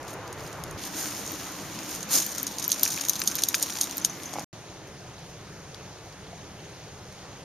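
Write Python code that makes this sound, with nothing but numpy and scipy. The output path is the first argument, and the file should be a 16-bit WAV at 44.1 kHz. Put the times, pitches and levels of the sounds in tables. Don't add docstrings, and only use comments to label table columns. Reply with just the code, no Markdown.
import sys
import numpy as np
from scipy import signal
from scipy.fft import rfft, irfft
from scipy.io import wavfile
from scipy.ndimage import uniform_filter1d, map_coordinates

SR = 44100
rng = np.random.default_rng(int(sys.argv[2]) if len(sys.argv) > 2 else 0)


def master(y):
    cut = np.clip(np.atleast_2d(y).T, -1, 1)
    pcm = np.round(cut * 32767)
    wavfile.write(sys.argv[1], SR, pcm.astype(np.int16))


N = 328104
T = np.arange(N) / SR
STREET_S, MEADOW_S, BANK_S = (0, .776), (.776, 4.444), (4.529, 7.44)
TWIGS_FROM_S = 2.3

# (t/s, f/Hz, then level/dB of the main modes, the dull click,
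# the woody modes, the thin modes and the finest modes)
SNAP_EVENTS = [(0.0298, 5970, -36, -53, -59, -60, -65), (0.0503, 6140, -43, -43, -47, -48, -65),
               (0.0802, 6760, -36, -49, -40, -38, -45), (0.0953, 5640, -43, -43, -36, -39, -52),
               (0.1058, 6540, -33, -53, -57, -61, -53), (0.1322, 6760, -37, -46, -50, -37, -40),
               (0.1381, 6650, -37, -54, -42, -32, -32), (0.2716, 6480, -45, -54, -51, -50, -63),
               (0.2774, 6140, -36, -50, -31, -44, -49), (0.3278, 6750, -28, -52, -38, -24, -41),
               (0.341, 5640, -55, -57, -50, -42, -43), (0.4055, 5940, -43, -52, -35, -49, -59),
               (0.4659, 6740, -45, -41, -31, -41, -49), (0.4757, 6740, -38, -42, -41, -37, -37),
               (0.5288, 6720, -33.5, -48, -37, -33, -41), (0.6378, 6570, -28.5, -46, -29, -25, -34),
               (0.665, 6590, -48, -56, -38, -49, -58), (0.6788, 5750, -38, -43, -53, -69, -65),
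               (0.7106, 6400, -33, -42, -41, -29, -48), (0.7263, 5800, -55, -58, -50, -38, -55),
               (0.7934, 6440, -34, -52, -44, -35, -56), (1.2634, 6780, -27, -46, -41, -36, -40),
               (1.2761, 6500, -25, -37, -37, -34, -40), (1.3045, 6470, -38, -44, -34, -39, -32),
               (1.3183, 6600, -37, -49, -42, -33, -25), (1.3393, 6240, -32, -50, -40, -43, -43),
               (1.7471, 6630, -34, -40, -37, -38, -38), (1.7893, 6590, -29.5, -33, -25, -41, -50),
               (1.8314, 6800, -31, -45, -43, -35, -45), (1.8925, 6460, -38, -36, -35, -27, -44),
               (1.9498, 6700, -27, -52, -36, -21, -37), (2.0066, 6300, -26, -52, -36, -39, -43),
               (2.0293, 6600, -22, -40, -27, -29, -44), (2.0915, 5880, -35, -55, -41, -38, -33),
               (2.2011, 6700, -14, -46, -30, -22, -32), (2.223, 6570, -18, -43, -36, -30, -33),
               (2.2642, 6120, -25, -40, -41.5, -42, -17), (2.2904, 6600, -26, -42, -40, -37, -43),
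               (2.318, 6780, -25, -51, -43, -33, -36), (2.3496, 6050, -24, -55, -41, -35, -55),
               (2.3822, 6760, -18.5, -43, -31, -24, -18), (2.3992, 6590, -23, -49, -33, -32, -35),
               (2.4301, 6440, -26, -53, -37, -19, -14), (2.4682, 6570, -17, -43, -24, -28, -27),
               (2.4774, 6300, -26, -36, -33, -36, -37), (2.5117, 5640, -36, -54, -37, -56, -36),
               (2.5258, 6470, -29, -42, -49, -38, -29), (2.5842, 6370, -20, -45, -22, -34, -31),
               (2.5969, 6770, -20.5, -44, -39, -27, -37), (2.6256, 6400, -21, -42, -30, -33, -28),
               (2.6415, 6140, -18, -49, -35, -22, -48), (2.6481, 6300, -25, -39, -30, -20, -40),
               (2.6537, 6570, -30.5, -44, -34, -32, -38), (2.6786, 5620, -30, -51, -39, -29, -17),
               (2.6918, 6500, -20.5, -38, -28, -30, -23), (2.7008, 6060, -26, -54, -19, -42, -53),
               (2.7062, 6600, -25, -40, -25, -27, -18), (2.7177, 6500, -6.5, -39, -14, -19, -20),
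               (2.728, 6300, -17, -40, -23, -26, -27), (2.7414, 6270, -27, -50, -43, -51, -55),
               (2.7803, 6420, -31, -43, -29, -35, -43), (2.7955, 6200, -22, -51, -30, -36, -38),
               (2.8323, 6220, -11.5, -39, -18, -6, -4), (2.8528, 6060, -14, -37, -15.5, -21, -23),
               (2.862, 6450, -24, -19.5, -27, -33, -33), (2.8766, 6300, -16, -37, -26, -27, -33),
               (2.9061, 6870, -20.5, -50, -28, -24, -28), (2.9217, 6230, -18, -50, -30, -27, -25),
               (2.9606, 6400, -23, -41, -47, -39, -39), (2.9767, 5660, -45, -22.5, -22, -52, -53),
               (3.011, 6600, -16, -43, -26, -30, -33), (3.0504, 6600, -20, -36, -25, -26, -30),
               (3.0853, 6520, -15.5, -53, -30, -27, -22), (3.0956, 6300, -6, -35, -24, -10, -9),
               (3.1032, 6220, -30, -34, -31, -32, -36), (3.1334, 6400, -19, -53, -29, -33, -37),
               (3.1556, 6100, -20, -48, -22, -31, -37), (3.161, 6300, -25, -35, -24, -35, -39),
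               (3.1935, 6310, -19, -45, -35, -31, -29), (3.2015, 7000, -33, -47, -34, -29, -14),
               (3.2174, 6100, -18, -18, -12, -36, -45), (3.2374, 6600, -29, -37, -48, -13, -31),
               (3.264, 6590, -36, -55, -48, -32, -25), (3.2753, 6560, -7.5, -39, -29, -19, -19),
               (3.3139, 6370, -21.5, -44, -27, -27, -37), (3.3191, 5620, -34, -27, -29, -36, -31),
               (3.3537, 6200, -21, -36, -19.5, -24, -16), (3.3588, 6350, -22, -47, -33, -34, -28),
               (3.386, 6540, -22, -22, -20, -38, -36), (3.39, 6330, -22, -35, -29, -20, -22),
               (3.4208, 6760, -19, -38, -26, -19, -33), (3.4363, 6260, -8, -29, -8.5, -6, -15),
               (3.4866, 6550, -10.5, -39, -28, -11, -14), (3.4985, 6310, -25, -48, -37, -39, -39),
               (3.5439, 6300, -15, -10.5, -7, -23, -23), (3.5489, 6700, -12, -22, -17, -28, -15),
               (3.6263, 6930, -9.5, -32, -16, -13, -14), (3.6657, 6270, -29, -53, -48, -30, -31),
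               (3.7018, 6630, -24.5, -34, -22, -35, -43), (3.724, 6910, -32, -42, -21.5, -41, -46),
               (3.7541, 5660, -31, -28, -23, -51, -53), (3.7713, 6230, -22, -31, -27, -35, -28),
               (3.7866, 5620, -25, -36, -28, -29, -37), (3.8117, 6520, -7.5, -53, -32, -12, -12),
               (3.833, 6400, -20, -35, -28, -26, -26), (3.8407, 7000, -21, -42, -25, -21, -25),
               (3.9105, 6200, -24.5, -42, -25, -34, -48), (3.9704, 5990, -36, -42, -32, -34, -12),
               (3.9802, 6900, -23.5, -41, -27, -25, -16), (3.999, 6400, -42, -44, -37, -22, -37),
               (4.048, 6590, -7, -31, -12, -9, -13), (4.2222, 6460, -35, -42, -39, -47, -55),
               (4.2336, 6350, -29, -47, -33, -28, -47), (4.3322, 6700, -29, -54, -47, -50, -52),
               (4.3379, 6670, -26.5, -57, -26, -42, -46), (4.3941, 6530, -27, -58, -33, -33, -48),
               (4.8735, 6350, -40, -44, -49, -65, -68), (5.1913, 6070, -41, -61, -51, -61, -65),
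               (5.2976, 6040, -46, -48, -41, -65, -65), (5.7452, 6640, -39, -54, -28, -60, -64),
               (6.1244, 6000, -48, -48, -42, -65, -65), (6.3778, 5900, -48, -46, -38, -65, -67),
               (6.9931, 6200, -55, -59, -42, -65, -65), (7.1244, 6240, -40, -54, -42, -57, -65)]


def undb(db):
    return 10 ** (np.asarray(db) / 20)


def unit(x):
    return x / np.sqrt(np.mean(x ** 2))


def band(x, lo_hz, hi_hz, order=2):
    return signal.sosfilt(signal.butter(order, [lo_hz, hi_hz], "band", fs=SR, output="sos"), x)


def curve(table):
    return np.interp(T, *np.transpose(table))


def on_log_hz(hz, table, column=1):
    table = np.array(table)
    return np.interp(np.log(hz + 1), np.log(table[:, 0]), table[:, column])


def add(out, s, sound):
    i = int(s * SR)
    out[..., i:i + sound.shape[-1]] += sound[..., :N - i]


def ring(modes, hz_scale=1., size=SR // 4):
    t = T[:size]
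    return sum(undb(db - 60 * t / t60) * np.sin(2 * np.pi * hz * hz_scale * t) for hz, db, t60 in modes)


def attack(rise_s, size=SR // 4):
    return np.minimum(T[:size] / rise_s, 1)


def wash(spectrum, patchy_db, patch_s, left_lag_samples=0.):
    hz, s, noise = signal.stft(rng.standard_normal((2, N)), SR, nperseg=1024)
    coherence = on_log_hz(hz, spectrum, column=2)[:, None]
    mid, side = noise[0] * np.sqrt(1 + coherence), noise[1] * np.sqrt(1 - coherence)
    grid = np.meshgrid(3 * np.log2(hz / 20 + 1), s / patch_s, indexing="ij")
    patches = map_coordinates(rng.standard_normal((40, 400)), grid, order=1, mode="wrap")
    gain = undb(on_log_hz(hz, spectrum)[:, None] + patchy_db * patches)
    delay = np.exp(-2j * np.pi * hz * left_lag_samples / SR)[:, None]
    out = signal.istft(np.array([(mid + side) * delay, mid - side]) * gain, SR, nperseg=1024)[1][:, :N]
    return out / band(out.mean(0), 60, 1500).std()


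def street():
    # (f/Hz, relative level/dB, left-right coherence)
    spectrum = [(20, -32, .6), (55, -9, 0.4), (118, 3.5, 1), (192, -5.5, 0.88), (346, -2, 0.97),
                (1030, -6, 0.94), (1970, -13, 0.89), (3360, -21.5, 0.35), (6960, -29, 0), (12400, -36.5, 0),
                (13600, -70, .2)]
    # (t/s, level/dB)
    rumble = [(0, -1), (.3, -2), (.4, 2.5), (.58, 2), (.64, 6.5), (.776, 5.5)]
    hum = wash(spectrum, patchy_db=0.88, patch_s=0.076)
    bass = signal.sosfilt(signal.butter(2, 300, fs=SR, output="sos"), hum)
    return (hum + (undb(curve(rumble)) - 1) * bass) * undb(-40)


def meadow():
    # (f/Hz, relative level/dB, left-right coherence)
    spectrum = [(20, -46, 0.59), (55, -5, 0.99), (107, -6, .85), (200, 2, 0.96), (312, 2.5, 0.99),
                (385, -6.5, 0.89), (996, -8, 0.87), (2700, -15, 0.8), (5860, -19, 0.11),
                (12800, -30.5, 0.081), (14200, -72, .2)]
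    return wash(spectrum, patchy_db=2.0, patch_s=.07) * undb(np.interp(T, MEADOW_S, [-40, -41.5]))


def bubbles(count, size_db, cycles, lo_hz, hi_hz):
    out = np.zeros((2, N))
    for when, pitch, size, pan in rng.random((count, 4)):
        hz = lo_hz * (hi_hz / lo_hz) ** pitch
        periods = np.arange(int(3 * cycles * SR / hz)) * hz / SR
        envelope = np.minimum(periods, 1) * np.exp(-2 * periods / cycles)
        blip = envelope * np.sin(2 * np.pi * periods * (1 + 0.05 * periods / cycles))
        gain = undb(-size_db * np.log(1 - .97 * size)) * (lo_hz / hz) ** .5
        add(out, when * N / SR, gain * np.outer([pan + 1, 2 - pan], blip))
    return unit(out)


def river_bank():
    # (f/Hz, relative level/dB, left-right coherence)
    spectrum = [(20, -44, .9), (53.7, -5.5, 0.93), (127, 2, 0.99), (274, -6.5, 0.91), (794, -11, 0.88),
                (1090, -14, 0.86), (2590, -19, 0.94), (4770, -22, 0.34), (6830, -26, 0.75),
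                (7600, -30.5, 0.63), (7700, -23, 0.34), (12520, -40, 0.24), (13800, -71, .3)]
    # (t/s, relative level/dB)
    flow = [(4.53, 0.5), (5.1, 0), (5.7, 0), (6.1, 0), (6.4, 0.5), (6.8, .5), (7.1, 0), (7.44, 0.5)]
    water = wash(spectrum, patchy_db=1.4, patch_s=0.066, left_lag_samples=2.24)
    babble = bubbles(count=1400, size_db=2.0, cycles=4.3, lo_hz=349, hi_hz=3000)
    fizz = bubbles(count=500, size_db=-1.0, cycles=8.6, lo_hz=3450, hi_hz=6450)
    return (water + undb(-11) * babble + undb(-20.5) * fizz) * undb(-45.5 + curve(flow))


def gurgles():
    # (t/s, level/dB, f/Hz)
    events = [(5.914, -48, 520), (6.066, -37, 730), (6.329, -28, 696)]
    out = np.zeros(N)
    for s, db, hz in events:
        add(out, s, undb(db) * attack(0.004) * ring([(hz, 0, .035)]))
    return out


def crackle(break_chance, size_db, grain):
    breaks = (rng.random(N) < break_chance) * undb(size_db * np.minimum(rng.exponential(size=N), 3))
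    envelope = unit(signal.lfilter([1], [1, -.93], breaks ** 2) ** .5)
    return (grain * envelope + 1 - grain) * rng.standard_normal((2, N))


def brushing_db():
    # (t/s, level/dB)
    steady = [(0, -72), (.77, -76), (.78, -56), (1.2, -45), (1.5, -48.5), (2.02, -50), (2.06, -68),
              (2.3, -41.5), (2.45, -50), (2.7, -47), (2.88, -35.5), (3.15, -46), (3.4, -41), (3.52, -48.5),
              (3.6, -40), (3.9, -46), (4.1, -57), (4.44, -55)]
    # (peak t/s, level/dB, 20 dB rise time/s, 20 dB fall time/s)
    sweeps = [(.112, -50, 0.06, 0.066), (.42, -52.5, 0.078, 0.46), (.87, -40.5, 0.077, 0.027),
              (1.01, -35.5, 0.097, 0.28), (1.412, -50, 0.055, 0.03), (1.954, -40, 0.13, 0.068),
              (2.151, -22, 0.053, 0.11)]
    power = undb(curve(steady)) ** 2
    for s, db, rise_s, fall_s in sweeps:
        below_peak_db = 20 * np.where(T < s, ((s - T) / rise_s) ** 2, (T - s) / fall_s)
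        power += undb(db - below_peak_db) ** 2
    return 10 * np.log10(power)


def rustle():
    # (f/Hz, relative level/dB, left-right coherence)
    spectrum = [(600, -20.5, 0.9), (2010, -23, 0.96), (4000, -2.5, 1), (5470, 0, 0.6), (6340, 0.5, 0.35),
                (9100, 2.5, 0.05), (13340, -12, 0), (14200, 0, .2), (14430, -8.5, .2), (15000, -62.5, .2)]
    hz = np.fft.rfftfreq(N, 1 / SR)
    grain = np.where(T < TWIGS_FROM_S, 0.44, 0.77)
    coherence = on_log_hz(hz, spectrum, column=2)
    blades = rfft(crackle(break_chance=0.018, size_db=5.3, grain=grain))
    mid, side = blades * np.sqrt([1 + coherence, 1 - coherence]) * undb(on_log_hz(hz, spectrum))
    bright = unit(irfft(np.array([mid + side, mid - side]), N))
    mid, side = band(crackle(break_chance=0.011, size_db=7.7, grain=grain), 900, 5150)
    crunch = unit(np.array([mid + 0.19 * side, mid - 0.26 * side]))
    fur = unit(band(rng.standard_normal(N), 137, 1800))
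    level_db = brushing_db()
    crunch_db = -44.5 + 0.6 * (level_db + 40)
    return (undb(level_db) * (bright + undb(-14) * fur) + undb(crunch_db) * crunch) * (T < MEADOW_S[1])


def handle_and_tag():
    # (t/s, level/dB)
    knocks = [(4.336, -26), (4.357, -24), (4.364, -23), (4.385, -18.5), (4.391, -34), (4.411, -27)]
    tinks = [(4.0138, -31), (4.096, -30.5), (4.1345, -48), (4.2562, -30.5), (4.394, -43.5)]
    # (f/Hz, relative level/dB, T60/s)
    handle_modes = [(790, 2.5, 0.016), (980, -4.5, 0.011), (650, -10, 0.0145), (1150, -22, 0.0091),
                    (2200, -7.5, 0.011)]
    tag_modes = [(6170, -5, 0.059), (6800, -15, 0.069), (10000, -14, .04)]
    out = np.zeros(N)
    for impacts, modes in ((knocks, handle_modes), (tinks, tag_modes)):
        for (s, db), detune in zip(impacts, rng.standard_normal(len(impacts))):
            add(out, s, undb(db) * attack(0.0011) * ring(modes, 1 + 0.01 * detune))
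    return out


def collar_jingle():
    # (f/Hz, relative level/dB, T60/s)
    link_modes = [(3780, 0, .05), (4020, -3, .05), (5652, -2, .2), (6200, -3, .08), (8800, -6, .06),
                  (9900, -8, .05), (10760, -6, .05), (12950, -17, .05), (13600, -13, .04)]
    out = np.zeros(N)
    for s, _, snap_db, *_ in SNAP_EVENTS:
        excitation = rng.standard_normal(len(link_modes))
        if TWIGS_FROM_S < s < MEADOW_S[1] and snap_db > -27:
            jolt_db = 0.64 * snap_db - 34
            modes = [(hz * (1 + 0.0013 * stray), db + jolt_db + 4 * stray, t60)
                     for (hz, db, t60), stray in zip(link_modes, excitation)]
            add(out, s, ring(modes))
    return out


def stalk_ring(modes, strays, size):
    return ring([(hz * (1 + .045 * detune), db + 2.5 * louder, t60)
                 for (hz, db, t60), (detune, louder) in zip(modes, strays)], size=size)


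def snaps():
    # (ratio to the snap's frequency, relative level/dB, T60/s)
    main_modes = [(0.982, -6, 0.01), (0.815, -9, 0.0061), (1.23, -8.5, 0.021)]
    # (f/Hz, relative level/dB, T60/s)
    click_modes = [(2380, 0, 0.0068), (1740, 5.5, 0.0033)]
    woody_modes = [(3400, -10, 0.0087), (3950, -7.5, 0.009), (4740, -5, 0.0081), (5280, -11, 0.0068)]
    thin_modes = [(8870, -8.5, 0.0093), (9600, -9.5, .007), (10440, -8.5, .007), (11300, -14.5, 0.0052)]
    finest_modes = [(12500, -22, .005), (13400, -17, .006), (13900, -9, 0.0073), (14800, -19, .005)]
    tear_s = .01
    t, size, count = T[:SR // 8] - tear_s, SR // 30, len(SNAP_EVENTS)
    fade_db = -60 * np.where(t < 0, -t / .016, t / .065)
    rings, crumbs = np.zeros((2, N)), np.zeros((2, N))
    noises = rng.standard_normal((count, 4, len(t)))
    snap_strays = rng.standard_normal((count, 3))
    mode_strays = rng.standard_normal((count, 3, 4, 2))
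    for event, noise, (lag, pan, crumb), strays in zip(SNAP_EVENTS, noises, snap_strays, mode_strays):
        s, hz, db, click_db, woody_db, thin_db, finest_db = event
        pan_db = 0.5 + 3.5 * pan
        sides = undb(np.array([[pan_db], [-pan_db]]) / 2)
        main = undb(db) * ring(main_modes, hz, size)
        click = undb(click_db) * ring(click_modes, size=size)
        woody = undb(woody_db) * stalk_ring(woody_modes, strays[0], size)
        thin = undb(thin_db) * stalk_ring(thin_modes, strays[1], size)
        finest = undb(finest_db) * stalk_ring(finest_modes, strays[2], size)
        add(rings, s, sides * attack(0.00024, size) * (main + click + woody))
        left, right = sides * attack(.0005, size) * (thin + finest)
        add(rings[0], s, left)
        add(rings[1], s + 0.28 * lag / SR, right)
        lumps_db = 3.5 * unit(uniform_filter1d(noise[3], size=40))
        envelope = undb(db - 15.5 + 1.5 * crumb + fade_db + lumps_db)
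        add(crumbs, s - tear_s, sides * envelope * (noise[0] + .5 * noise[1:3]))
    return band(rings, 1300, 15200, order=3) + band(crumbs, 3260, 11240, order=4)


def scene():
    places = ((street(), STREET_S), (meadow(), MEADOW_S), (river_bank(), BANK_S))
    background = sum(sound * ((T >= start) & (T < end)) for sound, (start, end) in places)
    return background + gurgles() + rustle() + snaps() + collar_jingle() + handle_and_tag()


def record(dry):
    # (f/Hz, bandwidth/Hz, gain/dB)
    resonances = [(238, 17.6, -17), (6545, 2300, 8), (11400, 390, 2), (13050, 2200, 17.5)]
    notch_hz, notch_width_hz, top_hz = 7840, 1150, 16300
    for hz, width_hz, db in resonances:
        omega, gain = 2 * np.pi * hz / SR, undb(db / 2)
        alpha = np.sin(omega) * width_hz / hz / 2
        numerator = [1 + alpha * gain, -2 * np.cos(omega), 1 - alpha * gain]
        denominator = [1 + alpha / gain, -2 * np.cos(omega), 1 - alpha / gain]
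        dry = signal.lfilter(numerator, denominator, dry)
    edges_hz = notch_hz + notch_width_hz * np.array([-.5, .5])
    notched = signal.sosfilt(signal.butter(2, edges_hz, "bandstop", fs=SR, output="sos"), dry)
    gated = notched * ((T < MEADOW_S[1]) | (T >= BANK_S[0]))
    return signal.sosfilt(signal.ellip(10, .2, 90, top_hz, fs=SR, output="sos"), gated)


dry = scene()
out = record(dry)
master(out)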